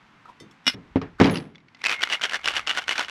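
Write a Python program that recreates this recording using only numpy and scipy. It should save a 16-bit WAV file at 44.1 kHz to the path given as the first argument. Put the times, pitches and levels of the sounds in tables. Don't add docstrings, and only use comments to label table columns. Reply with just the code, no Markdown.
import sys
import numpy as np
from scipy import signal
from scipy.fft import rfft, irfft
from scipy.io import wavfile

SR = 44100
rng = np.random.default_rng(int(sys.argv[2]) if len(sys.argv) > 2 else 0)


def ratio_of_db(decibels):
    return 10 ** (np.asarray(decibels, float) / 20)


def generate_wav(signal):
    frames = np.transpose(np.atleast_2d(signal))
    scaled = np.clip(frames, -1, 1) * 32767
    pcm = np.round(scaled).astype(np.int16)
    wavfile.write(sys.argv[1], SR, pcm)


N = 136710

# (frequency [Hz], level [dB], t60 [s])
TIN_MODES = [(760, -11.5, 0.014), (1070, -13.5, 0.0081), (1460, -3, 0.011), (1743, -2, 0.0053),
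             (2250, -2, 0.0049), (2900, -1.5, 0.009), (3440, -8, 0.016), (4200, -9.5, 0.00435),
             (5730, -9.5, 0.0069)]


def noise():
    return rng.standard_normal(N)


def rms_one(x):
    return x / np.sqrt(np.mean(x ** 2) + 1e-20)


def band(x, low_hz, high_hz):
    return signal.sosfilt(signal.butter(2, [low_hz, high_hz], "band", fs=SR, output="sos"), x)


def through_tin(x):
    return band(x, 290, 6680)


def ring(clicks, hz, t60):
    radius = ratio_of_db(-60 / (max(t60, 0.002) * SR))
    angle = 2 * np.pi * hz / SR
    poles = [1, -2 * radius * np.cos(angle), radius * radius]
    return signal.lfilter([0, np.sin(angle)], poles, clicks + 1e-18)


def coloured(x, spectrum):
    hz, db = np.transpose(spectrum)
    size = 4096
    bins_hz = np.linspace(1, SR / 2, size // 2 + 1)
    log_gain = np.interp(np.log(bins_hz), np.log(hz), db) * np.log(10) / 20
    cepstrum = irfft(log_gain)
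    cepstrum[1:size // 2] *= 2
    cepstrum[size // 2 + 1:] = 0
    response = irfft(np.exp(rfft(cepstrum)))
    return signal.fftconvolve(x, response / np.sqrt(np.sum(response ** 2)))[:N]


def chips(rate, spread_db):
    sizes = ratio_of_db(spread_db * np.minimum(rng.exponential(1, N), 4)) * rng.choice([-1, 1], N)
    return rms_one(sizes * (rng.random(N) < rate / SR))


def decay(start_s, t60):
    t = np.arange(N) / SR - start_s
    return (t >= 0) * ratio_of_db(-60 * np.maximum(t, 0) / t60)


def swell(start, peak, end, db):
    t = np.arange(N) / SR
    shape_db = np.interp(t, [start, peak, end, end + 0.045], [-15.5, 0, -23.5, -70])
    return (t > start) * ratio_of_db(db + shape_db)


def fader(points):
    s, db = np.transpose(points)
    return ratio_of_db(np.interp(np.arange(N) / SR, s, db))


def struck(hits, modes, vary_db=5.0):
    out = np.zeros(N)
    luck = rng.normal(0, 1, (len(hits), len(modes)))
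    for k, (hz, db, t60) in enumerate(modes):
        clicks = np.zeros(N)
        for hit, chance in zip(hits, luck[:, k]):
            clicks[int(hit[0] * SR)] = ratio_of_db(hit[1] + db + vary_db * chance)
        out += ring(clicks, hz, t60)
    return out


def knocks(rows, t60, trim_db, crack_s=0.013, top_db=-16.5):
    rings = struck(rows, TIN_MODES) * ratio_of_db(-22)
    crack = np.zeros(N)
    fall = decay(0, crack_s)
    hardest_db = max(row[1] for row in rows)
    for s, db, hz in rows:
        i = int(s * SR)
        piece = ring(np.eye(1, 2000)[0], hz, t60)[:N - i]
        rings[i:i + len(piece)] += ratio_of_db(db) * piece
        crack_db = db - 1 + 0.2 * (db - hardest_db)
        crack[i:i + len(piece)] += ratio_of_db(crack_db) * fall[:len(piece)]
    bright = [(200, -23.5), (2000, 9.5), (5500, 0.0), (9000, top_db), (15000, top_db - 18.5)]
    return ratio_of_db(trim_db) * (through_tin(rings) + coloured(crack * noise(), bright))


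def camp_air():
    # (frequency [Hz], level [dB per Hz])
    air_spectrum = [(300, -27.5), (800, -3.5), (1000, -1), (2200, -5), (6000, -24), (15000, -48.5)]
    # (time [s], level [dB])
    air_level = [(0, -57.5), (1.1, -59.5), (1.501, -67), (1.661, -65.5), (1.8, -59), (2.2, -51)]
    rumble = ratio_of_db(-62.5) * rms_one(band(noise(), 110, 305))
    return fader(air_level) * coloured(noise(), air_spectrum) + rumble


def wind():
    # (time [s], level [dB])
    gusts = [(0, -74), (.65, -74), (.8, -57), (1.15, -57), (1.6, -80), (2.3, -76), (2.5, -54), (2.7, -65.5),
             (3.1, -66)]
    return fader(gusts) * rms_one(band(noise(), 25, 120))


def handling():
    # (start [s], peak [s], end [s], level [dB], ring [Hz])
    rubs = [
        (0.251, 0.256, 0.3, -44, 1300),
        (0.275, 0.295, 0.34, -41, 976),
        (1.184, 1.199, 1.203, -32, 1500),
    ]
    # (time [s], level [dB])
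    ticks = [
        (.401, -38.5),
        (0.51, -47),
    ]
    # (frequency [Hz], level [dB], t60 [s])
    loose_cap = [(2030, -7, 0.13), (3150, -12, 0.14), (3601, -7, 0.16), (4500, -13.5, .15),
                 (5280, -6, 0.06), (6234, -15, 0.17), (9020, -23, .15), (10200, -14, 0.059)]
    # (time [s], level [dB])
    rim_taps = [(.512, -54)]
    # (frequency [Hz], level [dB], t60 [s])
    rim_modes = [(3410, 3, .04), (5470, 1, 0.031), (6270, -7, 0.023)]
    # (start [s], peak [s], end [s], level [dB], ring [Hz])
    trickle = (1.8, 1.9, 3.2, -54, 2150)
    # (time [s], peak level [dB], ring [Hz])
    shifts = [(1.549, -43, 2190), (1.5559, -37.5, 3430), (1.5813, -42, 2200), (1.603, -46.5, 2120),
              (1.6837, -42, 2200), (1.7474, -35, 2040), (1.77, -46, 2060), (1.7933, -49, 2253)]

    rubbing = np.zeros(N)
    for start, peak, end, db, hz in rubs:
        touch = swell(start, peak, end, db - 16.5) * noise()
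        rubbing += ring(touch, hz, 0.024) + ratio_of_db(8.0) * band(touch, 700, 3700)
    dust = sum(ratio_of_db(db - 9) * decay(s, 0.12) for s, db in ticks) * noise()
    ticking = ratio_of_db(-3) * struck(ticks[:1], loose_cap, 0) + struck(rim_taps, rim_modes, 0)
    running = ring(swell(*trickle[:4]) * chips(250, 2.5), trickle[4], 0.029)
    shifting = knocks(shifts, 0.037, -7, crack_s=0.026, top_db=-33.0)
    return rubbing + band(dust, 2300, 7400) + band(ticking, 1000, 11000) + running + shifting


def slaps():
    # (time [s], level [dB], t60 [s], brightness [dB])
    blows = [
        (.958, -22, 0.12, 3.5),
        (1.015, -34, 0.26, 6),
        (1.2, -15, 0.11, 6.5),
        (1.211, -15, 0.095, 8),
        (1.243, -17.5, 0.47, 2.5),
        (.741, -41, 0.43, -3.5),
        (.408, -45, 0.39, -17.5),
        (1.36, -43.5, 0.18, -16),
    ]
    # (frequency [Hz], level [dB per Hz])
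    thud_spectrum = [(45, -43), (95, -4.5), (270, -1.5), (450, -8.5), (650, -13.5), (2000, -21.5),
                     (6000, -48), (15000, -89)]
    # (frequency [Hz], level [dB], t60 [s])
    tailgate = [(115, -10.5, 0.05), (171, -3, 0.13), (204, -5.5, 0.11), (268, -1.5, 0.1), (411.7, -6, 0.11)]

    heavy = sum(ratio_of_db(db) * decay(s, t60) for s, db, t60, _ in blows) * noise()
    light = sum(ratio_of_db(db + tilt_db) * decay(s, t60 * 0.84) for s, db, t60, tilt_db in blows) * noise()
    low, high = (signal.butter(2, 433, kind, fs=SR) for kind in ("low", "high"))
    thud = coloured(signal.lfilter(*low, heavy) + signal.lfilter(*high, light), thud_spectrum)
    boom = sum(ratio_of_db(db) * ring(heavy, hz, t60) for hz, db, t60 in tailgate)
    boom += ratio_of_db(30) * struck(blows, tailgate, 4.43)
    return thud + ratio_of_db(-30.5) * band(boom, 80, 1100)


def cap():
    # (time [s], peak level [dB])
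    cap_hits = [
        (.645, -44),
        (0.657, -35),
        (.667, -4.5),
        (0.6782, -2),
        (0.698, -17),
        (0.735, -31),
    ]
    # (frequency [Hz], level [dB], t60 [s])
    cap_modes = [(253, -13, 0.069), (1470, -13.5, 0.06), (2093, -6, 0.045), (2420, -6, 0.048),
                 (2900, -1.5, .05), (3400, -9, 0.054), (3710, -8.5, 0.052), (4440, -17.5, 0.056),
                 (5150, -11, 0.061), (5530, -6.5, 0.053), (7780, -25, .04), (9870, -29.5, .13)]
    # (frequency [Hz], level [dB per Hz])
    scrape_spectrum = [(150, -35), (900, -20.5), (1500, -6.5), (5500, -11), (7000, -29), (12000, -28.5),
                       (15000, -59.5)]
    grind_from_s, grind_to_s = 0.69, 0.748

    grinding = np.arange(N) < grind_to_s * SR
    scrape = ratio_of_db(-37.5) * decay(grind_from_s, 0.34) * grinding
    scrape = scrape + sum(ratio_of_db(db - 18) * decay(s, 0.055) for s, db in cap_hits)
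    stirred = sum(ratio_of_db(db - 18) * ring(scrape * noise(), hz, t60) for hz, db, t60 in cap_modes)
    rings = struck(cap_hits, cap_modes, 2.5) + stirred
    rings = band(band(rings, 180, 12000), 130, 13000)
    damping = np.minimum(grinding + decay(grind_to_s, 0.07), 1)
    return ratio_of_db(-9) * rings * damping + ratio_of_db(-3.0) * coloured(scrape * noise(), scrape_spectrum)


def rattle():
    # (time [s], peak level [dB], ring [Hz])
    rattles = [(1.016, -23, 1250), (1.2005, -10, 1330), (1.2155, -12, 2200), (1.2431, -10, 3200),
               (1.2574, -16.5, 4740), (1.273, -18, 2900), (1.297, -15, 2280), (1.3387, -22.5, 3130),
               (1.3443, -20, 2570), (1.3565, -15, 2720), (1.3685, -20, 2900), (1.373, -19, 4900),
               (1.384, -25, 4560), (1.4003, -27, 2420), (1.4243, -36.5, 1480)]
    # (time [s], level [dB])
    clinks = [
        (1.309, -43),
        (1.343, -51),
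    ]
    # (frequency [Hz], level [dB], t60 [s])
    bottles = [(6481, -4, 0.13), (10260, 3, 0.21), (10920, -12, 0.35), (11700, -11, 0.15),
               (12300, -10, .15), (13080, -22, .3), (13730, -18, .2), (14430, -24, .2), (15200, -20, .15)]
    # (frequency [Hz], level [dB], t60 [s])
    first_clink = [(10300, -58, .2), (10920, -55.5, 0.44), (13080, -63, .3), (15200, -66, .12)]

    board = [(300, -10.5), (900, 3.5), (3000, 2.0), (7000, -17.0), (15000, -47)]
    patter = coloured(chips(1400, 3.6) * ratio_of_db(-26) * decay(1.2, 0.45), board)
    hops = knocks(rattles, 0.022, -10.0, crack_s=0.027, top_db=-30.5)
    ping = struck([(1.36, -60)], [(8260, 0, 0.25)], 0)
    bonk = band(struck([(1.016, -28)], [(450, 0, 0.1)], 0), 250, 900)
    glass = struck(clinks, bottles, 0) + struck([(1.248, 0)], first_clink, 0)
    return patter + hops + ping + bonk + band(glass, 5800, 18000)


def throws():
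    # (start [s], peak [s], end [s], level [dB], air ring [Hz])
    load_throws = [(1.836, 1.863, 1.89, -25, 2550), (1.876, 1.922, 1.966, -20.5, 2520),
                   (2.006, 2.033, 2.08, -24.5, 2900), (2.088, 2.139, 2.174, -21, 2880),
                   (2.212, 2.255, 2.28, -23, 3070), (2.285, 2.362, 2.385, -26.5, 1620),
                   (2.434, 2.481, 2.59, -25, 2900), (2.529, 2.572, 2.622, -23.5, 1720),
                   (2.667, 2.699, 2.76, -23, 2900), (2.743, 2.789, 2.805, -21.5, 1450),
                   (2.793, 2.831, 2.84, -34, 1500), (2.875, 2.918, 2.96, -22, 2900),
                   (2.952, 3.006, 3.062, -22.5, 1440), (3.08, 3.098, 3.1, -28.5, 2900)]
    # (frequency [Hz], level [dB per Hz])
    slosh_spectrum = [(100, -35), (320, -18), (1200, -4), (2900, -2.5), (9000, -24.5), (12500, -33.5),
                      (15000, -70)]

    grains = chips(1100, 2.25)
    rings = np.zeros(N)
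    level = ratio_of_db(-56.5) * (np.arange(N) > 1.79 * SR)
    for start, peak, end, db, hz in load_throws:
        shape = swell(start, peak, end, db)
        level = level + shape
        rings += ratio_of_db(-20) * ring(grains * shape, hz, 0.015)
    for hz, db, t60 in TIN_MODES:
        rings += ratio_of_db(db - 21) * ring(grains * level * noise(), hz, t60)
    spray = signal.lfilter([1], [1, -0.985], np.abs(grains)) * noise()
    slosh = level * (ratio_of_db(-8) * chips(4000, 6.7) + ratio_of_db(-30.5) * spray)
    return through_tin(rings) + coloured(slosh, slosh_spectrum)


def ice_cubes():
    # (time [s], peak level [dB], ring [Hz])
    cube_hits = [(1.8171, -26.5, 2390), (1.8403, -10, 2000), (1.8519, -10.5, 2600), (1.8607, -10.5, 2600),
                 (1.8668, -6.5, 2570), (1.8841, -14, 2520), (1.915, -10.5, 2490), (2.01, -17, 1470),
                 (2.0198, -13.5, 3120), (2.03, -8, 2810), (2.036, -4.5, 2940), (2.0734, -18.5, 1430),
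                 (2.0997, -14.5, 2940), (2.1313, -11.5, 2810), (2.196, -27.5, 1470), (2.2124, -17, 1480),
                 (2.2323, -14, 2970), (2.237, -6, 3070), (2.2501, -17.5, 1620), (2.3217, -15.5, 1420),
                 (2.3435, -11, 1800),
                 (2.4442, -13.5, 2900), (2.4575, -7, 2900), (2.476, -6.5, 1560), (2.4843, -8.5, 2790),
                   (2.5661, -10.5, 2940), (2.594, -14, 1260), (2.6793, -11.5, 2747), (2.6944, -8, 2920),
                   (2.7114, -11, 1640), (2.7822, -16, 1460), (2.8808, -11, 1520), (2.8926, -6.5, 2910),
                   (2.9103, -9.5, 2070), (2.9941, -8, 960), (3.0832, -21.5, 1560),
                 (1.895, -9, 2480), (1.925, -13.5, 2440), (1.939, -17, 2480), (1.993, -26, 1470),
                   (2.116, -20, 2670), (2.125, -10.5, 2820), (2.136, -12, 2030), (2.217, -12.5, 2820),
                   (2.243, -10, 3130), (2.257, -15, 1570), (2.296, -17.5, 2880), (2.311, -20, 2600),
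                   (2.334, -10.5, 1740), (2.356, -15, 1970), (2.394, -28.5, 1360), (2.414, -30.5, 2200),
                   (2.538, -22.5, 1380), (2.571, -12, 2850), (2.666, -26, 2080), (2.673, -10.5, 2920),
                   (2.734, -22, 1360), (2.75, -19, 1750), (2.774, -10, 1470), (2.821, -25, 1569),
                   (2.84, -24.5, 3090), (2.924, -11.5, 2120), (2.957, -17, 1740), (2.98, -10.5, 2440),
                   (3.033, -22.5, 2880), (3.047, -21.5, 2961)]
    return knocks(cube_hits, 0.018, -6)


def scene():
    mid = camp_air() + wind() + handling() + slaps() + cap() + rattle() + throws() + ice_cubes()
    top = signal.sosfilt(signal.butter(4, 11570, "high", fs=SR, output="sos"), mid)
    side = ratio_of_db(-5.5) * np.roll(top, 40)
    side += ratio_of_db(-28.5) * band(np.roll(mid, 9), 4500, 10000)
    side += ratio_of_db(-44.5) * np.roll(mid, 30)
    return np.array([mid + side, mid - side])


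def roll_off(x):
    return signal.sosfilt(signal.butter(12, 15720, fs=SR, output="sos"), x)


def record(dry):
    soft = 2 * np.tanh(dry / 2)
    mix = signal.sosfilt(signal.cheby2(10, 60, 15750, fs=SR, output="sos"), soft)
    return roll_off(mix)


dry = scene()
out = record(dry)
generate_wav(out)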